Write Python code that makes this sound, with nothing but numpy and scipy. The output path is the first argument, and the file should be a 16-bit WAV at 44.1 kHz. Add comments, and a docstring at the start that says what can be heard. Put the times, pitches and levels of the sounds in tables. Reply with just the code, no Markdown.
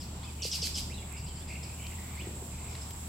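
"""Rustling air, distant rumble, a cricket hiss and a low motor hum: steady random noise and wavering sines.
Over them, a bird close by scolds four harsh, rasping notes: a falling tone that breaks up into noise.
Farther birds scold, whistle and trill as swept sines; all the birds ring off a summer sand bank.
Sand ticks as noise bursts, and soft thuds and a rustle come from sparrows bathing in the dust."""
import sys
import numpy as np
from scipy import signal
from scipy.fft import rfft, irfft
from scipy.io import wavfile
from scipy.ndimage import uniform_filter1d

SR = 44100
rng = np.random.default_rng(int(sys.argv[2]) if len(sys.argv) > 2 else 0)


def waveform_to_disk(signal):
    """Save audio, clipped to [-1, 1], as 16-bit WAV at the path in sys.argv[1]."""
    frames = np.transpose(np.atleast_2d(signal))
    scaled = np.clip(frames, -1, 1) * 32767
    samples = np.round(scaled).astype(np.int16)
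    wavfile.write(sys.argv[1], SR, samples)


N = 135828
T = np.arange(N) / SR  # time [s]
F = np.fft.rfftfreq(N, 1 / SR) + 1e-3  # frequency [Hz], kept above zero for the logarithm


def amp(db):
    """Level law: decibels to an amplitude ratio."""
    return 10 ** (np.asarray(db) / 20)


def unit(x):
    """Normalization: scale to an RMS of 1."""
    return x / np.sqrt(np.mean(x ** 2))


def over_time(table):
    """Linear interpolation of a (time [s], value) table."""
    times, values = np.array(table).T
    return np.interp(T, times, values)


def over_hz(table):
    """Interpolation of a (frequency [Hz], value) table on a logarithmic frequency axis."""
    hz, values = np.array(table).T
    return np.interp(np.log(F), np.log(hz), values)


def peak(hz, width_hz):
    """Gaussian band-pass: a bell-shaped gain over frequency; the width is its standard deviation."""
    return np.exp(-.5 * ((F - hz) / width_hz) ** 2)


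def noise(gain):
    """Spectral shaping: white noise multiplied by a gain over frequency."""
    return irfft(rfft(rng.standard_normal(N)) * gain, N)


def walk(rate_hz):
    """Low-pass random modulation: a smooth wandering signal with an RMS of 1."""
    return unit(noise(peak(0, rate_hz)))


def gate(t0, length, attack, release):
    """Amplitude envelope: linear attack within the length, then exponential release (all in seconds)."""
    rise = np.clip((T - t0) / attack, 0, 1)
    return rise * np.exp(-np.clip(T - t0 - length, 0, None) / release)


def tone(hz):
    """Phase accumulation: the integral of a moving frequency, in radians."""
    return 2 * np.pi * np.cumsum(hz) / SR


def pan(db):
    """Interchannel level difference: left and right gains, left higher by db."""
    return amp(np.array([[db], [-db]]) / 2)


# Mid spectrum of the air (frequency [Hz], relative density [dB per Hz])
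AIR_SPECTRUM = [(20, -22), (30, -7), (42, 1), (62, -12.5), (97, -6), (140, -4), (185, -3.5), (230, -10.5),
                (340, -14), (493, -21), (929, -19), (1150, -24), (1600, -29), (2500, -28), (5000, -32),
                (6550, -34), (9120, -36), (13000, -36), (15800, -38.5)]
# Stereo width of the air (frequency [Hz], side minus mid [dB])
AIR_SIDE_LEVEL = [(60, -54), (125, -29.5), (250, -13.5), (500, -5), (1000, -3.5), (2000, -0.7), (8000, 1),
                  (15000, 0)]
# Stereo balance of the air (frequency [Hz], left minus right [dB])
AIR_BALANCE = [(150, 0), (300, 1), (600, 1.7), (1200, .3), (3000, -1), (15000, -.3)]
# Slow swell of the air's treble (time [s], relative level [dB])
AIR_TREBLE = [(0, 0), (1, -1), (1.5, 0), (2, 4), (2.5, 2.5), (3.08, 5.5)]
AIR_DB = -44.5


def air():
    """Broadband noise: rumble to hiss in independently flickering octaves, the bass nearly mono."""
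    shape = amp(over_hz(AIR_SPECTRUM))
    balance = amp(over_hz(AIR_BALANCE) / 2)
    treble_db = over_time(AIR_TREBLE)
    mid = noise(shape)
    side = noise(shape * amp(over_hz(AIR_SIDE_LEVEL)))
    spectra = rfft(np.array([mid + side, mid - side])) * np.array([balance, 1 / balance])
    out = 0
    for k in range(10):
        # overlapping octave bands, centred from 31.25 Hz upward
        share = np.cos(np.pi / 2 * np.clip(np.log2(F / 31.25) - k, -1, 1)) ** 2
        # the treble swell takes hold gradually above 500 Hz
        db = 1.34 * walk(2.8) + treble_db * np.clip((k - 4) / 4, 0, 1)
        out = out + amp(db) * irfft(spectra * share, N)
    return unit(out) * amp(AIR_DB)


# Cricket chorus swell (time [s], level [dB])
CRICKET_SWELL = [(0, -52), (1, -50.5), (2, -49), (3.08, -49)]
# Bands of the chorus (centre [Hz], two standard deviations wide [Hz], relative gain [dB])
CHORUS_BANDS = [(7413, 430, 2), (7930, 230, -2.5), (8010, 1200, -2)]


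def crickets():
    """Incoherent summation: many far crickets merge into a narrow-band, faintly throbbing hiss."""
    gain = sum(amp(db) * peak(hz, width / 2) for hz, width, db in CHORUS_BANDS)
    left, right, shared = (noise(gain) * amp(1.8 * walk(36)) for _ in range(3))
    chorus = np.array([left, right]) + .15 * shared
    return unit(chorus) * amp(over_time(CRICKET_SWELL)) * pan(-2.3)


# Motor tones (mean pitch [Hz], RMS waver [Hz], RMS level before flicker [dB])
MOTOR_TONES = [(75.2, 2.96, -43), (116.9, 8.05, -51.5), (238.3, 2.78, -62), (910, 4.5, -71)]


def hum():
    """Random frequency and amplitude modulation: low motor tones, slightly unsteady."""
    out = 0
    for hz, waver_hz, db in MOTOR_TONES:
        level = np.sqrt(2) * amp(db + 1.25 * walk(9.7))
        out = out + level * np.sin(tone(hz + waver_hz * walk(10)))
    return out


# Scolding notes (time [s], length [s], level before the accent [dB], resting pitch [Hz],
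# extra pitch at the start [share], rasp gain [dB], left minus right [dB])
SCOLD_NOTES = [(0.002, 0.035, -50.5, 2496, 0.017, -4.5, 2), (0.42, 0.043, -38, 2470, 0.29, 0, -2.5),
               (0.5137, 0.042, -36, 2383, .3, -1, 0), (0.618, 0.041, -36, 2415, .3, 1, -1.5),
               (0.7436, 0.043, -39, 2414, .1, 1.5, -0.5), (1.169, 0.033, -54.5, 2450, 0.033, -10, 1),
               (1.262, 0.025, -54, 2345, 0.083, -10, 3), (1.359, 0.046, -57, 2390, 0.044, -2, 3),
               (1.477, 0.061, -57, 2380, 0.037, -3, 4), (1.629, 0.017, -51, 2440, 0.1, -15, 3),
               (2.69, 0.065, -61, 2550, 0.19, 0, 10), (2.815, 0.014, -55.5, 2620, 0.033, -34, -12)]
# Levels of the second and third harmonic of the resting pitch [dB]
SCOLD_HARMONICS = (0, -16.5)
# Spectrum of the rasp (frequency [Hz], relative density [dB per Hz])
RASP_SPECTRUM = [(1060, -33), (1800, -33), (3130, -8.5), (4040, -10.5), (5030, -9), (6790, -8.5),
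                 (7710, -5), (13900, -16), (15400, -32), (15800, -29)]
DROP_S = 0.00495  # time constant of the fall to the resting pitch
WOBBLE, WOBBLE_HZ, CLEAR_S = .1, 348, 0.00696  # RMS pitch shake [share], its speed, the clear start
ATTACK_S, RELEASE_S = 0.00086, 0.021
ACCENT_DB, ACCENT_S = 5.5, 0.02  # the voice is loudest at its clear start
BASS_SPLIT_HZ, SPLIT_HZ = 1820, 8400
BASS_RISE_S, RASP_RISE_S, TREBLE_RISE_S = 0.01, .014, 0.06
RASP_DB, RASP_GRAIN_DB = -1.2, 2
# the other side of the voice box: its final pitch, extra starting pitch, fall time and level
LOW_VOICE_HZ, LOW_VOICE_DROP_HZ, LOW_VOICE_S, LOW_VOICE_DB = 2500, 1300, 0.014, -10.5


def rasp_bands():
    """Band splitting: grainy rasp noise parted into bass, body and treble of joint spread 1."""
    below_treble = 1 / (1 + (F / SPLIT_HZ) ** 6)
    below_body = 1 / (1 + (F / BASS_SPLIT_HZ) ** 8)
    shape = amp(over_hz(RASP_SPECTRUM))
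    gains = (below_body, below_treble - below_body, 1 - below_treble)
    bands = [noise(shape * gain) * amp(RASP_GRAIN_DB * walk(250)) for gain in gains]
    return np.array(bands) / np.std(sum(bands))


def scolds():
    """Two-source phonation: a clear falling start turns shaky and raspy over a lower sliding voice."""
    out, shake = 0, walk(WOBBLE_HZ)
    bass, body, treble = rasp_bands()
    for t0, length, db, hz, drop, rasp_db, pan_db in SCOLD_NOTES:
        age = np.clip(T - t0, 0, None)
        wobble = WOBBLE * (1 - np.exp(-(age / CLEAR_S) ** 2)) * shake
        phase = tone(hz * (1 + drop * np.exp(-age / DROP_S) + wobble))
        voice = sum(amp(p) * np.sin((k + 2) * phase) for k, p in enumerate(SCOLD_HARMONICS))
        low_hz = LOW_VOICE_HZ + LOW_VOICE_DROP_HZ * np.exp(-age / LOW_VOICE_S)
        voice = voice + amp(LOW_VOICE_DB) * np.sin(tone(low_hz * (1 + wobble)))
        voice = voice * amp(ACCENT_DB * np.exp(-age / ACCENT_S))
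        # each band of the rasp swells at its own pace, the treble last
        rasp = np.clip(age / BASS_RISE_S, 0, 1) * bass
        rasp = rasp + np.clip(age / RASP_RISE_S, 0, 1) ** 2 * body
        rasp = rasp + np.clip(age / TREBLE_RISE_S, 0, 1) ** 1.2 * treble
        note = voice + amp(RASP_DB + rasp_db) * rasp
        out = out + pan(pan_db) * amp(db) * gate(t0, length, ATTACK_S, RELEASE_S) * note
    return out


ECHO_T60_S, ECHO_DB, ECHO_DAMP_HZ = 0.49, -1, 15100  # level before damping


def echo(x):
    """Diffuse scattering from bank and bushes: convolution with decaying noise, unrelated left and right."""
    age = T[:SR]
    tail = rng.standard_normal((2, SR)) * amp(-60 * age / ECHO_T60_S) * np.clip(age / 0.0027, 0, 1)
    tail = tail / np.sqrt(np.sum(tail[0] ** 2))
    tail = signal.lfilter(*signal.butter(1, ECHO_DAMP_HZ, fs=SR), tail)
    return amp(ECHO_DB) * signal.fftconvolve(x, tail, axes=1)[:, :N]


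# One pitch contour per whistle (time [s], pitch [Hz], level before flicker [dB])
WHISTLE_CONTOURS = [
    [(.222, 3060, -54), (.25, 3580, -57.5), (.27, 3060, -55), (.285, 3200, -71)],
    [(.228, 1680, -61), (.24, 2270, -59), (.252, 2590, -57)],
    [(.272, 2540, -52), (.29, 2520, -57), (.312, 2130, -69)],
    [(.897, 1914, -55), (.93, 2860, -49), (.936, 3540, -74), (.942, 3910, -51), (.955, 4140, -56),
     (.985, 3500, -52.5), (1.027, 3050, -76)],
    [(.977, 2960, -49.5), (1.005, 2650, -70), (1.03, 2240, -53)],
    [(1.26, 2800, -69), (1.295, 3290, -58), (1.32, 3000, -58)],
    [(1.365, 3050, -63), (1.395, 3180, -63), (1.43, 3550, -61)],
    [(2.172, 1977, -48.5), (2.195, 2350, -46.5), (2.21, 2900, -50.5), (2.222, 3520, -53.5),
     (2.245, 3320, -74)],
]
# Octave above each whistle, relative to it and before its fade on high notes [dB]
WHISTLE_OCTAVES = [-36, 6.5, 1, -20, -18, -10, -25, -10]
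WHISTLE_FLICKER_DB, WHISTLE_SHAKE = 2.2, .014  # RMS level flicker, RMS pitch shake [share]


def whistles():
    """Frequency glide: slightly hoarse sines whose octave fades out on the higher notes."""
    out, shake, flicker = 0, walk(230), amp(WHISTLE_FLICKER_DB * walk(70))
    for rows, octave_db in zip(WHISTLE_CONTOURS, WHISTLE_OCTAVES):
        t, hz, db = np.array(rows).T
        hz = uniform_filter1d(np.interp(T, t, hz), size=200)  # rounds the corners of the glide
        phase = tone(hz * (1 + WHISTLE_SHAKE * shake))
        env = amp(np.interp(T, t, db)) * gate(t[0], t[-1] - t[0], 0.0032, 0.0066) * flicker
        octave = amp(octave_db) * np.exp(-(hz / 2650) ** 8) * np.sin(2 * phase)
        out = out + np.sqrt(2) * env * (np.sin(phase) + octave)
    return out


# Trills (time [s], length [s], first and last centre pitch [Hz], swing [share of pitch],
# level before flicker [dB])
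TRILL_NOTES = [(.372, .07, 2350, 2927, 0.12, -51), (1.096, .1, 2350, 2557, 0.12, -55),
               (1.212, 0.061, 2434, 2610, 0.15, -60), (1.469, 0.1, 2410, 2438, .12, -50.5),
               (1.595, 0.15, 2290, 2570, 0.068, -59.5), (1.767, .11, 2540, 2830, .15, -54),
               (1.887, 0.046, 2506, 2390, 0.18, -52.5), (1.953, 0.26, 1957, 2320, 0.083, -59.5),
               (2.223, 0.028, 2096, 2000, .04, -55), (2.498, 0.28, 2400, 2370, 0.11, -60.5)]
TRILL_RATE_HZ, TRILL_SHAKE, TRILL_FLICKER_DB = 61, 0.02474, 2.0  # mean rate, RMS shake [share], RMS flicker


def trills():
    """Periodic frequency modulation: a tone swept up and down rapidly, louder on the upstroke."""
    out, waver, flicker = 0, walk(20.3), amp(TRILL_FLICKER_DB * walk(44))
    shake = walk(233)
    cycle_phase = tone(TRILL_RATE_HZ * (1 + 0.025 * waver))
    for t0, length, hz0, hz1, swing, db in TRILL_NOTES:
        cycle = cycle_phase - cycle_phase[int(t0 * SR)]  # every trill starts at its lowest pitch
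        centre = np.interp(T, [t0, t0 + length], [hz0, hz1])
        hz = centre * (1 - swing * np.cos(cycle) + TRILL_SHAKE * shake)
        env = amp(db) * gate(t0, length, 0.034, 0.0081) * flicker * (1 + 0.22 * np.sin(cycle))
        out = out + env * np.sin(tone(hz))
    return np.sqrt(2) * out


# Soft thuds in the sand (time [s], level before the envelope [dB], pitch [Hz])
SAND_THUDS = [(.452, -30, 480), (0.626, -36.5, 460), (0.907, -48, 450), (2.22, -35, 327), (2.271, -33, 378),
              (2.291, -37, 313), (2.423, -34.5, 394)]
THUD_S = 0.0039  # decay time constant


def thuds():
    """Damped oscillation: short low sines that die away exponentially."""
    out = 0
    for t0, db, hz in SAND_THUDS:
        env = gate(t0, 0.00083, 0.00077, THUD_S)
        out = out + amp(db) * env * np.sin(2 * np.pi * hz * (T - t0))
    return out


# Sand and twig ticks (time [s], peak of the click alone [dB], centre [Hz])
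SAND_TICKS = [(.6712, -23.5, 4750), (1.125, -39.5, 11000), (1.187, -47, 4440), (1.425, -45, 12400),
              (1.868, -36, 4200), (1.911, -40, 11100), (2.753, -31.5, 3470), (2.908, -35.5, 4000),
              (2.909, -37, 12000)]
TICK_S, TICK_WIDTH = 0.0018, 0.37  # grit decay time constant, bandwidth [share of the centre]


def ticks():
    """Impulse excitation: a broad band-limited click with a little decaying grit after it."""
    out = 0
    for t0, db, hz in SAND_TICKS:
        band = peak(hz, TICK_WIDTH * hz)
        click = irfft(band * np.exp(-2j * np.pi * F * t0), N)  # the phase slope delays it to t0
        grit = gate(t0, 0, 0.00013, TICK_S) * unit(noise(band))
        out = out + amp(db) * (click / click.max() + 0.62 * grit)
    return out


# Low shuffling in the sand (time [s], level [dB])
SCUFFLE_SWELL = [(2.17, -78), (2.22, -55), (2.3, -49.5), (2.36, -56), (2.43, -56), (2.52, -72)]
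SCUFFLE_HZ, SCUFFLE_WIDTH_HZ = 340, 210


def scuffle():
    """Friction noise: a rough, low band of noise from a body shifting in the hollow."""
    rustle = noise(peak(SCUFFLE_HZ, SCUFFLE_WIDTH_HZ)) * amp(4.4 * walk(30))
    return unit(rustle) * amp(over_time(SCUFFLE_SWELL))


def scene():
    """Superposition: background, birds with their echo, and the sounds of the sand."""
    background = air() + crickets() + hum()
    birds = scolds() + whistles() * pan(-1.2) + trills() * pan(0.093)
    return background + birds + echo(birds) + thuds() + ticks() + scuffle()


TOP_HZ = 15930


def record(dry):
    """Band limitation: a steep elliptic low-pass cuts the top."""
    return signal.sosfilt(signal.ellip(16, .3, 60, TOP_HZ, fs=SR, output="sos"), dry)


dry = scene()
out = record(dry)
waveform_to_disk(out)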